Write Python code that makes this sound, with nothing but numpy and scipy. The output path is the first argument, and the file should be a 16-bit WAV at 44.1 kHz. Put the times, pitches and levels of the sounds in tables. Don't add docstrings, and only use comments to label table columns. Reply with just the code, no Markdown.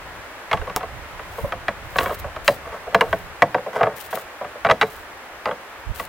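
import sys
import numpy as np
from scipy import signal
from scipy.fft import rfft, irfft, next_fast_len
from scipy.io import wavfile
from scipy.ndimage import map_coordinates

SR = 44100
rng = np.random.default_rng(int(sys.argv[2]) if len(sys.argv) > 2 else 0)


def to_wav(s):
    ch = np.atleast_2d(s).T
    pcm = np.round(np.clip(ch, -1, 1) * 32767)
    wavfile.write(sys.argv[1], SR, pcm.astype(np.int16))


N = 268260
RING_SIZE = 8192

# pitch in Hz, level in dB, t60 in seconds.
ANTLER_MODES = [(137.3, -22.5, 0.31), (197.9, -7, 0.11), (331.3, -16, 0.089), (436, -2.5, 0.094),
                (505.7, -6.5, 0.13), (573.5, -2.5, 0.081), (669, 2, 0.049), (750.6, -10.5, 0.13),
                (903, -11, 0.086), (982, -7.5, 0.071), (1110, 2.5, 0.056), (1233, 5, 0.025),
                (1545, 6, 0.022), (1666, -5.5, 0.05), (1963, 3, 0.029), (2295, -6.5, 0.043),
                (2793, -2.5, 0.027), (3267, -4.5, 0.024), (3930, -12.5, 0.034), (4640, -8, 0.0078),
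                (5130, -25, 0.055)]


def amp(db):
    return 10 ** (np.asarray(db) / 20)


def unit(x):
    return x / np.sqrt(np.mean(x ** 2) + 1e-20)


def along(points, hz):
    f, v = np.transpose(points)
    return np.interp(np.log(hz + 1), np.log(f + 1), v)


def wobble(rate):
    knots = rng.standard_normal(int(N * rate / SR) + 4)
    return map_coordinates(knots, [np.arange(N) * rate / SR])


def filtered(x, response):
    n = x.shape[-1]
    m = next_fast_len(n + RING_SIZE)
    return irfft(rfft(x, m) * response(np.fft.rfftfreq(m, 1 / SR)), m)[..., :n]


def equalised(x, eq):
    return filtered(x, lambda hz: amp(along(eq, hz)))


def add(track, s, sound):
    part = track[..., round(s * SR):][..., :sound.shape[-1]]
    part += sound[..., :part.shape[-1]]


def panned(x, pan_db):
    return x * amp([[pan_db / 2], [-pan_db / 2]])


def stroke(t, length, rise, fall):
    return (1 - np.exp(-t / rise)) * np.exp(-np.maximum(t - length, 0) / fall)


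def stereo_noise(eq, likeness):
    def mid_side_gains(hz):
        angle = np.arccos(np.clip(along(likeness, hz), -1, 1)) / 2
        return amp(along(eq, hz)) * [np.cos(angle), np.sin(angle)]
    mid, side = filtered(rng.standard_normal((2, N)), mid_side_gains)
    return unit(np.array([mid + side, mid - side]))


def dying_noise(t60s, size):
    hz, t, spectra = signal.stft(rng.standard_normal(size), SR, nperseg=128)
    decay = amp(-60 * t / along(t60s, hz)[:, None])
    return signal.istft(spectra * decay, SR, nperseg=128)[1][:size]


def air(start_db=-37.5, fall_db_per_s=0.23):
    # frequency in Hz, gain in dB.
    hiss_eq = [(88, -51), (150, -26), (193, -13), (291, -6.5), (383, -5.5), (439, -5), (555, -1.5),
               (662, -2), (941, -1.5), (1760, -3), (1980, -4.5), (2220, -6.5), (4410, -18.5), (16000, -32)]
    # frequency in Hz, left-right correlation.
    likeness = [(60, 0.16), (150, 0.82), (380, 0.97), (950, 0.82), (2380, 0.21), (5980, -0.48),
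                (15000, 0.26)]
    level_db = start_db - fall_db_per_s * np.arange(N) / SR + 0.2 * wobble(4.87)
    return amp(level_db) * stereo_noise(hiss_eq, likeness)


def breeze(gust_db=4.5, lift_db=7.0):
    # time in seconds, level in dB before the lift.
    swells = [(0.0, -48.5), (0.44, -58.5), (0.71, -48), (2.37, -46.5), (2.79, -55), (3.15, -43.5),
              (3.33, -53), (3.52, -65), (4.27, -59), (5.21, -63), (5.84, -59), (6.08, -47)]
    # frequency in Hz, gain in dB.
    rumble_eq = [(12, -36), (20, -5.5), (70, 1.5), (151, -10.5), (179, -8), (199, -26), (350, -22),
                 (460, -47), (770, -120)]
    # start and length in seconds, level in dB, pitch in Hz, pan in dB.
    puffs = [(0.534, 0.027, -28.5, 111, -4), (0.587, 0.035, -32.5, 55, -14), (1.43, 0.014, -20.5, 104, -8),
             (5.863, 0.056, -37.5, 67.4, -26.5)]
    level_db = np.interp(np.arange(N) / SR, *np.transpose(swells)) + lift_db
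    lumps = amp(gust_db * np.array([wobble(16) for _ in range(2)]))
    out = amp(level_db) * unit(lumps * stereo_noise(rumble_eq, likeness=[(40, 0.51), (150, 0.93)]))
    t = np.arange(RING_SIZE) / SR
    for s, length, db, pitch_hz, pan_db in puffs:
        noise = rng.standard_normal((2, len(t)))
        eddy = unit(filtered(noise, lambda hz: hz / (pitch_hz * (1 + (hz / pitch_hz) ** 3.5))))
        add(out, s, panned(amp(db) * eddy * stroke(t, length, rise=0.0072, fall=0.0074), pan_db))
    return out


def knock(levels_db, struck, corner_hz, first_db, attack_s, build_cycles, crowd_db=-7.0, spread_db=5.0):
    crossovers = [400, 900, 2200]
    # frequency in Hz, gain in dB.
    crowd_eq = [(40, -18), (120, 4.5), (400, -0.5), (700, 12.5), (2000, 4.5), (3200, -4), (5000, -12.5),
                (8000, -19), (16000, -24)]
    # frequency in Hz, t60 in seconds.
    crowd_decay = [(150, 0.22), (600, 0.017), (1500, 0.049), (3500, 0.029), (12000, 0.067)]
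    t, f = np.arange(RING_SIZE) / SR, np.fft.rfftfreq(RING_SIZE, 1 / SR)
    hz, db, t60 = np.transpose(ANTLER_MODES + struck)[:, :, None]
    strength, detune, phase = rng.standard_normal((3, len(hz), 1))
    strength[len(ANTLER_MODES):] = detune[len(ANTLER_MODES):] = 0
    tones = np.sin(2 * np.pi * (hz * (1 + 0.016 * detune) * t + phase))
    modes = amp(db + spread_db * strength - 60 * t / t60) * tones
    ring = unit((modes * (1 - np.exp(-t * hz / build_cycles))).sum(0))
    crowd = dying_noise(crowd_decay, size=RING_SIZE) * (1 - np.exp(-t / attack_s))
    crowd = unit(equalised(crowd, crowd_eq))
    rebound_s = rng.uniform(0.001462, .0045)
    rebound = 1 + 0.57 * np.exp(-2j * np.pi * f * rebound_s)
    first_wave = unit(irfft(amp(along(crowd_eq, f)) * rebound * f / (f + crossovers[1])))
    spectrum = rfft(ring + amp(crowd_db) * crowd + amp(first_db) * first_wave)
    spectrum *= (1 + (f / corner_hz) ** 8) ** -.15
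    lowpasses = [0 * f] + [1 / (1 + (f / edge) ** 10) for edge in crossovers] + [0 * f + 1]
    bands = np.diff(lowpasses, axis=0) * spectrum
    travel_s = 0.001579
    dispersion = np.exp(-4j * np.pi * travel_s * np.sqrt(f * crossovers[1]))
    blow = sum(amp(level) * unit(irfft(band * dispersion)) for level, band in zip(levels_db, bands))
    return blow[:RING_SIZE * 3 // 4]


def clashes():
    # time in seconds, strength in dB, hardness in dB (glancing below 0,
    # square above), palm pitch in Hz, tine pitch in Hz.
    contacts = [(.513, -26, 12, 534, 2150), (0.53, -20, 9.5, 867, 1270), (.572, -35, 10.5, 513, 1141),
                (.615, -33, -2, 530, 1530), (.672, -30.5, -2.5, 497, 1120), (.697, -34, 8, 553, 1140),
                (.763, -24.5, -2, 866, 960), (.807, -33.5, 3, 536, 1010), (.83, -29, -1, 673, 950),
                (1.193, -34.5, 2, 580, 1020), (1.382, -30, -8, 458, 980), (1.442, -29.5, -21, 543, 1010),
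                (1.522, -25.5, 5.5, 695, 1267), (1.682, -21, 6, 665, 1660), (1.958, -23, 1, 546, 960),
                (1.985, -20.5, 16, 465, 950), (2.006, -27.5, 8, 570, 980), (2.058, -25.5, 4.5, 535, 990),
                (2.108, -27, -6, 613, 1380), (2.242, -30.5, -8, 582, 1020), (2.264, -37.5, -8.5, 630, 1080),
                (2.362, -31.5, 4, 616, 1075), (2.4785, -21.5, 22, 583, 1835), (2.4835, -16, -15, 576, 1020),
                (2.723, -37.5, 4, 550, 990), (2.868, -34, -21, 714, 1157), (2.9454, -11, 3, 677, 1068),
                (3.009, -15.5, 9.5, 489, 1040), (3.02, -24.5, -18, 443, 1090),
                (3.128, -17.5, -1, 661, 1520), (3.4205, -10, 2, 696, 1078), (3.5445, -17, -3.5, 581, 927),
                (3.58, -31, -3, 494, 969), (3.663, -29, -15, 645, 1080), (3.759, -25.5, -10, 656, 960),
                (3.809, -16, -10, 685.5, 1184), (3.831, -16.5, -0.5, 681, 1274),
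                (3.868, -21, -9, 665, 1200), (4.128, -25, -4.5, 669, 970), (4.411, -29, -11, 616, 1170),
                (4.445, -32, -1, 714, 1220), (4.55, -38.5, -12, 588, 1060), (4.648, -16, -1, 645, 1320),
                (4.659, -25, 1, 770, 1250), (4.6665, -24, 5, 708, 1227), (4.688, -19, -3, 597, 1560),
                (4.698, -14, 1.5, 653, 1200), (4.7109, -15, 8, 636, 1280), (4.8123, -20, 14, 870, 1665),
                (4.817, -22, 13, 860, 1280), (4.827, -17.5, 2.5, 446, 1280), (5.456, -24.5, 7, 840, 1086),
                (5.488, -32.5, 0, 870, 1120), (5.511, -26.5, 0, 574, 1165), (5.997, -29, 8, 674, 1105)]
    # dB relative to strength, dB gained per dB of hardness.
    band_balance = [(-24, 0.02), (-10.5, -0.2841), (-13, 0.37), (-25, 0.8936)]
    balance_db, growth = np.transpose(band_balance)
    out = np.zeros(N)
    for s, db, hard_db, palm_hz, tine_hz in contacts:
        levels_db = db + balance_db + growth * hard_db
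        struck = [(palm_hz, 6, .075), (tine_hz, 8.5, .034)]
        sharp_db = levels_db[-1] + 29.5
        blow = knock(levels_db, struck,
                     corner_hz=4400 * amp(0.39 * sharp_db), first_db=-6 + 0.066 * sharp_db,
                     attack_s=0.0017 * amp(-.3 * sharp_db), build_cycles=1.47 * amp(-.2 * sharp_db))
        add(out, s, blow)
    return out


def skids(slips_per_s=700, t60_scale=0.73):
    # start and length in seconds, level in dB.
    slides = [(0.514, 0.028, -25.5), (1.989, 0.12, -26.5), (2.646, 0.12, -36.5), (2.919, 0.022, -31.5),
              (2.975, 0.1, -34), (3.727, 0.054, -28.5), (3.772, 0.089, -26), (3.894, 0.026, -32),
              (4.141, 0.035, -31),  (5.462, 0.024, -24)]
    rattle_eq = [(150, -13), (600, -0.5), (1500, -8.0), (3000, -15.5), (5000, -13)]
    t = np.arange(2 * RING_SIZE) / SR
    out = np.zeros(N)
    for s, length, db in slides:
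        slips = (rng.random(len(t)) < slips_per_s / SR) * rng.standard_normal(len(t))
        body = sum(amp(level - 60 * t / (t60 * t60_scale)) * np.sin(2 * np.pi * (hz * t + rng.random()))
                   for hz, level, t60 in ANTLER_MODES)
        rattle = equalised(signal.fftconvolve(slips, body)[:len(t)], rattle_eq)
        add(out, s, amp(db) * unit(rattle) * stroke(t, length, rise=0.005, fall=0.021))
    return out


def snaps(trim_db=-26.5, click_s=0.0005, splinter_db=-21, splinter_s=0.011):
    # time in seconds, level in dB before the trim.
    strikes = [(.7623, -6.5), (2.4787, -13), (2.9462, -19), (3.0102, -19.5), (3.4235, -23)]
    # frequency in Hz, gain in dB.
    click_eq = [(500, -1), (3000, -3.5), (8000, -8), (13000, -10), (15500, -3), (17500, -15)]
    t = np.arange(RING_SIZE) / SR
    fade = np.exp(-t / click_s) + amp(splinter_db) * np.exp(-t / splinter_s)
    out = np.zeros(N)
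    for s, db in strikes:
        click = equalised(rng.standard_normal(len(t)) * fade, click_eq)
        add(out, s, amp(db + trim_db) * unit(click))
    return out


def brushing(grain_db=3, crackles_per_s=650, crackle_db=-2):
    # time of the peak in seconds, level in dB.
    stirs = [(1.4, -47), (1.98, -49.5), (3.13, -50), (4.92, -49)]
    # start and length in seconds, base level in dB, pan in dB.
    swishes = [(1.96, 0.18, -39.5, 2), (2.141, 0.005, -44, -3), (2.184, 0.018, -43, -1),
               (2.444, 0.11, -43, 13), (3.958, .11, -42, 10.5), (4.106, .11, -41.5, 10),
               (5.946, .11, -42.5, 11.5)]
    # frequency in Hz, gain in dB.
    rustle_eq = [(300, -36), (1500, 5), (3000, 4), (6000, -1.5), (11000, 0), (15000, 4)]
    rest_db, stir_width_s, sag_db_per_s = -59, 0.091, 33
    flick_share, flick_s, flick_db = 0.38, 0.013, 3
    t, now = np.arange(2 * RING_SIZE) / SR, np.arange(N) / SR
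    stirring = sum(amp(db) * np.exp(-((now - s) / stir_width_s) ** 2) for s, db in stirs)
    level = panned(amp(rest_db) + stirring, 0)
    for s, length, db, pan_db in swishes:
        swish = amp(db + 1 - sag_db_per_s * t) * stroke(t, length, rise=0.0015, fall=0.0097)
        flick = amp(db + flick_db) * stroke(t, flick_s, rise=0.0046, fall=0.0027)
        add(level, s, panned(swish, pan_db))
        add(level, s + flick_share * length, panned(flick, pan_db))
    noise = stereo_noise(rustle_eq, likeness=[(2000, 0.41), (5000, 0.24), (9000, 1.0)])
    rustle = unit(noise * amp(grain_db * wobble(300)))
    ticks = (rng.random(N) < crackles_per_s / SR) * rng.standard_normal(N)
    crackle = unit(equalised(ticks, rustle_eq))
    return level * unit(rustle + amp(crackle_db) * crackle)


def hillside(x, build_s=0.017):
    # frequency in Hz, t60 in seconds.
    tail_decay = [(150, 0.66), (800, 0.093), (3000, 0.13), (10000, 0.45)]
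    tail = dying_noise(tail_decay, size=2 * RING_SIZE)
    tail *= 1 - np.exp(-np.arange(len(tail)) / SR / build_s)
    return signal.fftconvolve(x, tail / np.linalg.norm(tail))[:N]


def width(x, corner_hz=4500, scatter_s=0.00044):
    t = np.arange(RING_SIZE) / SR
    scatter = rng.standard_normal(len(t)) * np.exp(-t / scatter_s)
    side = signal.fftconvolve(x, scatter / np.linalg.norm(scatter))[:N]
    return np.outer([1, -1], filtered(side, lambda hz: hz ** 2 / (hz ** 2 + corner_hz ** 2)))


def scene():
    bone = clashes() + skids()
    antlers = bone + snaps()
    space = amp(-8.5) * width(antlers) + amp(-15.5) * hillside(bone)
    return antlers + space + brushing() + breeze() + air()


def record(dry):
    ceiling, top_hz = 1.05, 16200
    rounded = dry / (1 + np.abs(dry / ceiling) ** 5) ** (1 / 5)
    return filtered(rounded, lambda hz: 1 / (1 + (hz / top_hz) ** 90))


dry = scene()
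out = record(dry)
to_wav(out)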